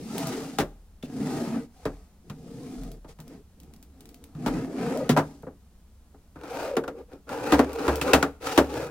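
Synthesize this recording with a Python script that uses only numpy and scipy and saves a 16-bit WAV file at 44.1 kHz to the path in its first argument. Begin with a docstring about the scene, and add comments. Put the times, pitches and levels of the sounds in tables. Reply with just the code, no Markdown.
"""In a quiet bedroom, the drawers of a clothes-filled wooden chest are pulled out and later slammed shut.
Each slide is filtered noise that grows with the drawer's speed; some strokes add a pitched roller whirr.
Knocks mix short noise with the ringing of wood panels; booms are low, fading tones.
Straining joints give dry ticks, short bursts of bright noise, as when the chest leans forward.
A short room tail and a faint steady room tone surround it all."""
import sys
import numpy as np
from scipy import signal
from scipy.fft import rfft, irfft, next_fast_len
from scipy.io import wavfile
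from scipy.ndimage import uniform_filter1d

SR = 44100
rng = np.random.default_rng(int(sys.argv[2]) if len(sys.argv) > 2 else 0)


def generate_wav(signal):
    """Clip the signal to [-1, 1] and save it as 16-bit WAV at the path in sys.argv[1]."""
    frames = np.transpose(np.atleast_2d(signal))
    scaled = np.clip(frames, -1, 1) * 32767
    pcm = np.round(scaled).astype(np.int16)
    wavfile.write(sys.argv[1], SR, pcm)


N = 392490

# Pulls of a drawer, with faint rubs, a small settle and rattling after a slam. Each row: start in
# seconds, speeding up in seconds, slowing down in seconds, then at top speed: rumble level in dB,
# scrape level in dB, hiss level in dB.
PULLS = [(-0.12, 0.19, 0.19, -38.5, -57, -55.5), (0.06, 0.15, 0.44, -33, -38, -45.5),
         (1.06, 0.29, .33, -32, -40, -49.5), (1.47, 0.088, 0.077, -32, -43, -62.5),
         (1.69, .13, 0.35, -67, -58, -66), (2.22, 0.53, 0.25, -39, -55.5, -60),
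         (2.8, .04, 0.16, -44, -55.5, -65.5), (3.075, .02, 0.047, -54, -54, -59),
         (3.21, .12, .1, -46, -57, -67.5), (3.55, 0.12, .26, -53, -69, -79), (3.85, 0.2, 1, -55, -67, -76),
         (4.354, 0.19, 0.23, -28.5, -42.5, -55), (4.68, .18, 0.33, -29.5, -36.5, -52),
         (5.154, 0.056, 0.29, -47, -61.5, -63)]
# Strokes that roll a drawer back in. Each row: the same columns as above.
PUSHES = [(6.35, .27, 0.2, -39, -38, -47), (6.914, 0.088, 0.041, -42, -54, -66.5),
          (7.075, 0.05, 0.086, -52.5, -55.5, -68.5), (7.265, .07, 0.2, -36.5, -37, -49.5),
          (7.37, 0.11, .32, -32.5, -34.5, -44.5), (7.6, 0.28, 0.25, -31, -35, -45.5),
          (8.033, .028, 0.26, -27, -30, -41.5), (8.4, 0.077, 0.23, -36.5, -34, -38.5),
          (8.615, 0.16, 0.2, -33, -38, -45.5)]
# How much quieter a creeping drawer is than one at top speed: rumble in dB, scrape in dB, hiss in dB.
PULL_SWING_DB = [15, 22, 18]
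PUSH_SWING_DB = [19.5, 25, 26.5]
GRIP_SPEED = 0.14   # share of top speed below which the runners fade to silence
# Noise colours of the two kinds of slide. Each row: frequency in Hz, relative level in dB.
PULL_COLOUR = [(70, -34), (110, -11.5), (150, 0), (200, -4.5), (255, 1.5), (380, -10), (450, -8.5),
               (590, -23.5), (780, -16.5), (1060, -26), (3000, -32), (4800, -28), (9500, -31.5),
               (16000, -42.5)]
PUSH_COLOUR = [(71, -42), (120, -8), (217, -17.5), (278, -1), (393, -6), (473, 2.5), (684, -16.5),
               (773, -4), (1120, -16), (1400, -15), (2020, -27.5), (2380, -29.5), (3110, -34),
               (4680, -32.5), (16000, -44)]
# Resonances of the drawer boxes. Each row: frequency in Hz, width in Hz, lift in dB.
WIDE_BOX = [(269, 66, 5), (459, 17, 6), (674, 150, 4.5), (1255, 96, 8.5)]
SMALL_BOX = [(294, 50, 2.1), (464, 39, 1.8), (1340, 460, 5.3), (2520, 570, 6.1)]
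# Edges in Hz of the rumble, scrape and hiss ranges.
SLIDE_EDGES_HZ = [90, 550, 2500, 17000]
# Colour of the quiet room. Each row: frequency in Hz, relative level in dB.
ROOM_TONE = [(25, -10), (52, -9), (68, -1), (90, -9.5), (120, -22), (200, -13.5), (290, -27.5), (500, -30),
             (1000, -35.5), (2200, -42.5), (3000, -43), (11000, -44), (16000, -48)]
ROOM_TONE_DB = -54
# Ticks of the strained joints. Each row: start in seconds, relative level in dB.
TICKS = [(0.1808, -22.5), (0.2714, -25), (2.835, -41), (2.917, -39.5), (3.0903, -51), (3.2024, -37.5),
         (3.2796, -42.5), (3.6013, -44), (3.633, -47), (3.7374, -44.5), (3.763, -50), (3.8272, -41),
         (4.007, -41), (4.056, -42), (4.0908, -42), (4.144, -41), (4.2402, -39.5), (4.974, -32),
         (5.424, -49.5), (7.7313, -33), (7.957, -23)]
# Colour of a tick. Each row: frequency in Hz, relative level in dB.
TICK_COLOUR = [(1800, -6), (3000, -2), (7000, -3), (15000, -2.5)]
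# Knocks of drawers and frame. Each row: start in seconds, thud level in dB, body level in dB,
# clack level in dB, crack level in dB, rattle length in seconds, ring of the struck part in Hz.
KNOCKS = [(0.585, -33, -27, -29, -35, 0.034, 803), (1.026, -61, -62, -69, -53, 0.047, 3510),
          (1.029, -43.5, -40, -60, -68, 0.015, 247), (1.853, -38, -30, -38, -50, 0.015, 435),
          (2.298, -39, -54.5, -51.5, -56, 0.006, 201), (3.045, -56, -52, -57.5, -74, 0.012, 890),
          (3.187, -46, -60, -58, -68, 0.035, 153), (4.349, -38, -59, -61, -69, 0.027, 151),
          (4.461, -33.5, -31, -33, -43.5, 0.03, 235), (5.092, -26, -21.5, -31.5, -34, 0.026, 247.4),
          (5.164, -61, -39, -25.5, -49, 0.0055, 570), (5.172, -31, -24.5, -23, -39.5, 0.026, 996),
          (5.43, -50, -48.5, -55, -94, 0.0081, 437), (5.467, -52, -41, -52, -83, 0.015, 508),
          (6.143, -66.5, -57.5, -64.5, -90, 0.006, 804), (6.357, -54, -50, -53.5, -73, 0.018, 300),
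          (6.434, -57, -44.5, -51.5, -61, 0.0076, 284), (6.767, -46, -24.5, -33.5, -43, 0.006, 454),
          (6.837, -51, -55, -44.5, -60.5, 0.0095, 1470), (6.878, -54, -39.5, -40.5, -53, 0.006, 1380),
          (7.132, -65, -45.5, -76, -68, 0.0074, 503), (7.291, -49, -48, -42.5, -51, 0.045, 1390),
          (7.521, -37, -16.5, -23.5, -33.5, 0.029, 295), (7.591, -47, -18.5, -24.5, -39, 0.013, 253),
          (7.879, -42, -25.5, -27.5, -41.5, 0.02, 357), (8.013, -39.5, -38, -37, -34.5, 0.017, 2610),
          (8.133, -35, -19.5, -21, -23, 0.018, 2620), (8.226, -43, -27, -26, -35.5, 0.0013, 1440),
          (8.576, -36.5, -15.5, -22, -30, 0.017, 342)]
# Colour of the wood noise in a knock. Each row: frequency in Hz, relative level in dB.
KNOCK_COLOUR = [(60, -6), (150, -6), (280, -3), (500, -7), (900, -7), (1500, -13), (2000, -20), (2700, -20),
                (5000, -24.5), (16000, -34)]
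# Edges in Hz of the thud, body, clack and crack ranges.
KNOCK_EDGES_HZ = [70, 220, 600, 2000, 17000]
# Time in seconds for the noise of thud, body, clack and crack to fall by 60 dB.
KNOCK_T60_S = [0.12, 0.18, 0.13, 0.098]
# Ways the panels ring. Each row: frequency in Hz, relative level in dB, time to fall by 60 dB in seconds.
PANELS = [(150.3, 3, 0.18), (277.5, 2.5, 0.17), (351, -1.5, 0.11), (427.8, -2.5, 0.21), (503, -4, 0.1),
          (599, -10, 0.16), (740, -5.5, 0.086), (980, -8.5, 0.091), (1218, -5, .1), (1388, -3.5, 0.082),
          (2450, -19, .08), (2690, -16, 0.063), (3810, -19, 0.11)]
# Low swings of the chest's body. Each row: start in seconds, frequency in Hz, level in dB before the
# fade, time to fall by 60 dB in seconds.
BOOMS = [(.6, 39, -39, 1.0), (1.858, 41.8, -36, 0.64), (2.776, 39.8, -33, 0.93), (4.47, 42.3, -31, 0.42),
         (5.112, 153.3, -12.5, 0.19), (7.526, 70.6, -25.5, 1), (7.878, 72, -23.5, 0.94),
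         (8.134, 72.6, -21, 0.55), (8.575, 71, -26, 0.79)]
# Whirr of the rollers, one list a stroke. Each row: time in seconds, pitch in Hz, level in dB.
WHIRR = [
    [(1.1, 239.7, -44), (1.22, 246, -28), (1.36, 250.3, -41.5), (1.43, 250.4, -29.5), (1.51, 248.4, -39),
     (1.58, 247.5, -26), (1.62, 243, -54)],
    [(4.74, 336.6, -37), (4.9, 476.5, -37), (4.99, 583, -32), (5.03, 543, -29), (5.06, 486, -43)],
    [(6.5, 803, -46), (6.56, 673, -41), (6.75, 490, -31), (6.92, 450.7, -45), (7.04, 491, -53)],
]
# How alike left and right are. Each row: frequency in Hz, likeness from 0 to 1.
LIKENESS = [(100, 0.98), (400, 0.97), (1000, 0.87), (2400, 0.36), (5000, 0.33), (15000, 0.2)]
# Left gets more of the middle, right more of the top. Each row: frequency in Hz, left minus right in dB.
PORT_BALANCE = [(200, 0), (600, 1.5), (2200, 1.2), (4500, 1.6), (8000, 0.5), (14000, -1)]
CUTOFF_HZ = 16000


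def from_db(db):
    """Turn decibels into a gain."""
    return 10 ** (np.asarray(db) / 20)


def rms_one(x):
    """Scale a stereo pair so that the average of its two sides has rms 1."""
    return x / np.sqrt(np.mean(x.mean(axis=0) ** 2) + 1e-20)


def in_time(rows):
    """Draw each column of a curve out to every sample."""
    s, *columns = np.transpose(rows)
    return [np.interp(np.arange(N) / SR, s, column) for column in columns]


def at_hz(points, hz):
    """Read a table between its points, on a log-frequency axis."""
    f, value = np.transpose(points)
    return np.interp(np.log(hz + 1), np.log(f), value)


def band(x, low_hz, high_hz):
    """Keep only one range of frequencies."""
    return signal.sosfilt(signal.butter(4, [low_hz, high_hz], "band", fs=SR, output="sos"), x)


def drift(rate):
    """Wander at random around 0, with straight lines between `rate` random points a second."""
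    knots = rng.standard_normal(4000)
    return np.interp(np.arange(N) / SR * rate, np.arange(len(knots)), knots)


def add(out, s, sound):
    """Mix a sound in at time s."""
    i = max(round(s * SR), 0)
    out[:, i:i + sound.shape[-1]] += sound[..., :N - i]


def noise(colour, size, resonances=()):
    """Make coloured stereo noise, alike in the bass, that reaches the left slightly first."""
    n = next_fast_len(size)
    hz = np.arange(n // 2 + 1) * SR / n
    level_db = at_hz(colour, hz)
    for f, width, lift in resonances:
        level_db = level_db + lift / (1 + (2 * (hz - f) / width) ** 2)
    alike = np.clip(at_hz(LIKENESS, hz), 0, 1)
    shares = np.sqrt([1 + alike, 1 - alike])
    mid, side = rfft(rng.standard_normal((2, n))) * from_db(level_db) * shares
    left = irfft(mid + side, n)
    right = np.roll(irfft(mid - side, n), 2)   # two samples later
    return rms_one(np.array([left, right])[:, :size])


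def speed(start_s, rise_s, fall_s):
    """One stroke: the drawer's speed arches from rest up to 1 and back to rest."""
    since_start = np.arange(N) / SR - start_s
    return np.sin(np.pi * np.interp(since_start, [0, rise_s, rise_s + fall_s], [0, .5, 1]))


def friction_gains(strokes, swing_db):
    """Rumble, scrape and hiss grow louder with the drawer's speed, each by its own swing in decibels."""
    power = np.zeros((len(swing_db), N))
    for start_s, rise_s, fall_s, *top_db in strokes:
        v = speed(start_s, rise_s, fall_s)
        moving = v > 1e-6
        v = v[moving]
        level_db = np.c_[top_db] - np.c_[swing_db] * (1 - v)
        grip = np.minimum(v / GRIP_SPEED, 1)
        power[:, moving] += (grip * from_db(level_db)) ** 2
    return np.sqrt(power)


def wander(x, depth_db, size):
    """As the contact travels, parts of the sound swell and fade, most strongly the low ones."""
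    hz, _, cells = signal.stft(x, SR, nperseg=1024)
    field = rng.standard_normal(cells.shape[1:])
    field = uniform_filter1d(field, size=size, axis=1)   # smooth in time
    field = uniform_filter1d(field, size=2, axis=0)      # smooth in frequency
    depth_db = depth_db / (1 + hz[:, None] / 3000)
    cells = cells * from_db(depth_db * field / field.std())
    return signal.istft(cells, nperseg=1024)[1][:, :N]


def grit(per_s, grain_s):
    """Tiny bumps in the runner, at random moments and of uneven size, each quickly fading."""
    bumps = (rng.random(N) < per_s / SR) * rng.exponential(1, N)
    return signal.lfilter([1], [1, -np.exp(-1 / (grain_s * SR))], bumps + 1e-18)


def slide(gains, colour, box, judder_db, judder_rate, grit_db, patchy_db):
    """Runner friction shakes the drawer box: the load judders, grit roughens the scrape and the hiss."""
    friction = wander(noise(colour, N, box), patchy_db, size=7)
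    judder = from_db(judder_db * drift(judder_rate))
    grains = np.sqrt(1 + from_db(grit_db) * grit(per_s=270, grain_s=0.0022))
    out = 0
    for k, gain in enumerate(gains):
        roughness = grains if k else 1   # the rumble has no grit
        part = band(friction * judder * roughness, *SLIDE_EDGES_HZ[k:k + 2])
        # level out the noise's short-term loudness, so the gain curve sets it
        part = part / np.sqrt(uniform_filter1d(part.mean(axis=0) ** 2, size=2000) + 1e-12)
        out = out + gain * part
    return out


def room_tone():
    """The quiet room itself: a faint, steady noise, strongest in the bass."""
    return from_db(ROOM_TONE_DB) * noise(ROOM_TONE, N)


def ticks(level_db, snap_s, tail_db, tail_s):
    """A joint slips: a bright, very short snap with a fainter tail."""
    out, t = np.zeros((2, N)), np.arange(SR // 8) / SR
    for s, db in TICKS:
        fade = np.exp(-t / snap_s) + from_db(tail_db) * np.exp(-t / tail_s)
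        add(out, s, from_db(db + level_db) * fade * noise(TICK_COLOUR, len(t)))
    return out


def panel_ring(t):
    """A blow lands on a new spot each time and shares itself differently among the panel modes."""
    ring = 0
    for hz, db, t60 in PANELS:
        uneven_db = db + 2 * rng.standard_normal()
        tone = rng.choice([-1, 1]) * np.sin(2 * np.pi * hz * t)
        ring = ring + from_db(uneven_db - 60 * t / t60) * tone
    return ring


def knocks(modes_db, main_db, main_t60, snap_db, snap_s, rise_s):
    """A drawer meets its stop: a snap, a short rattle, then panel modes and noisy wood die away."""
    out, t = np.zeros((2, N)), np.arange(SR // 3) / SR
    blow = SR // 20   # a knock's levels are those of its first 50 ms
    for s, *levels_db, rattle_s, main_hz in KNOCKS:
        wood = noise(KNOCK_COLOUR, len(t))
        ring = from_db(modes_db) * panel_ring(t)
        # the struck part has its own ring, longer if it is low or rattles
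        t60 = (main_t60 + 2 * rattle_s) * np.sqrt(400 / main_hz)
        struck_db = main_db + .4 * at_hz(KNOCK_COLOUR, main_hz)
        struck = from_db(struck_db - 60 * t / t60) * np.sin(2 * np.pi * main_hz * t)
        onset = 1 - np.exp(-t / rise_s)
        for k, level_db in enumerate(levels_db):
            held_s = rattle_s / (1 + 0.14 * k)   # the soft rattle feeds the low ranges longest
            fade = from_db(-60 * np.maximum(t - held_s, 0) / KNOCK_T60_S[k])
            treble_weight = (k / len(levels_db)) ** 2   # first contact weighs most in the treble
            snap = from_db(snap_db) * np.exp(-t / snap_s) * treble_weight
            mix = onset * (wood * (fade + snap) + ring + struck)
            part = band(mix, *KNOCK_EDGES_HZ[k:k + 2])
            add(out, s, from_db(level_db) * part / part[:, :blow].mean(axis=0).std())
    return out


def booms(rise_s):
    """The loaded chest swings at a low pitch, given for each blow: a tone rises softly and dies away."""
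    out, t = np.zeros((2, N)), np.arange(SR) / SR
    for s, hz, db, t60 in BOOMS:
        fade = from_db(db - 60 * t / t60)
        onset = 1 - np.exp(-t / rise_s)
        add(out, s, fade * onset * np.sin(2 * np.pi * hz * t))
    return out


def rollers(stroke, width_hz):
    """Rolling makes a narrow, rough whirr that follows the stroke's pitch curve; silent outside it."""
    hz, level_db = in_time(stroke)
    t = np.arange(N) / SR
    rolling = (t > stroke[0][0]) & (t < stroke[-1][0])
    turn = 2 * np.pi * np.cumsum(hz) / SR
    whirr = drift(width_hz) * np.cos(turn) + drift(width_hz) * np.sin(turn)
    steady = whirr / np.sqrt(uniform_filter1d(whirr ** 2, size=2000) + 1e-12)
    return rolling * from_db(level_db) * steady


def bedroom(x, wet_db, t60, first_echo_s):
    """A furnished room answers with a short, blurred tail of fading noise."""
    t = np.arange(SR * 2 // 3) / SR
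    colour = [(50, 7.0), (200, 3.5), (600, -2.0), (4000, -4), (15000, 0)]   # Hz, relative dB
    tail = noise(colour, len(t)) * from_db(-60 * t / t60) * (t > first_echo_s)
    tail = tail / np.sqrt(np.sum(tail ** 2) / 2)
    return from_db(wet_db) * signal.fftconvolve(x, tail, axes=1)[:, :N]


def ports(x):
    """Share a sound between the two microphone ports, left and right, range by range."""
    n = next_fast_len(N)
    lean_db = at_hz(PORT_BALANCE, np.arange(n // 2 + 1) * SR / n)
    return irfft(rfft(x, n) * from_db([lean_db / 2, -lean_db / 2]), n)[:, :N]


def scene():
    """Slides and blows of the chest, a little to the left, in a quiet room."""
    pull = slide(friction_gains(PULLS, PULL_SWING_DB), PULL_COLOUR, WIDE_BOX,
                 judder_db=1.5, judder_rate=48, grit_db=-8.0, patchy_db=4.5)
    push = slide(friction_gains(PUSHES, PUSH_SWING_DB), PUSH_COLOUR, SMALL_BOX,
                 judder_db=2.5, judder_rate=53, grit_db=-1.5, patchy_db=4.0)
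    joints = ticks(level_db=-5.5, snap_s=0.0013, tail_db=-11.5, tail_s=0.02)
    blows = knocks(modes_db=-1.5, main_db=11.0, main_t60=.06, snap_db=15.0, snap_s=0.0029, rise_s=0.0009)
    # a higher whirr is also broader
    whirr = sum(rollers(stroke, width_hz=.3 * stroke[1][1]) for stroke in WHIRR)
    chest = pull + push + joints + blows + booms(rise_s=0.0081) + whirr
    room = bedroom(chest, wet_db=-20, t60=0.39, first_echo_s=0.0087)
    return ports(chest + room) + room_tone()


def record(dry):
    """Peaks stop at full scale, then the highest treble is cut."""
    top_cut = signal.ellip(10, .1, 80, CUTOFF_HZ, fs=SR, output="sos")
    return signal.sosfilt(top_cut, np.clip(dry, -1, 1))


dry = scene()
out = record(dry)
generate_wav(out)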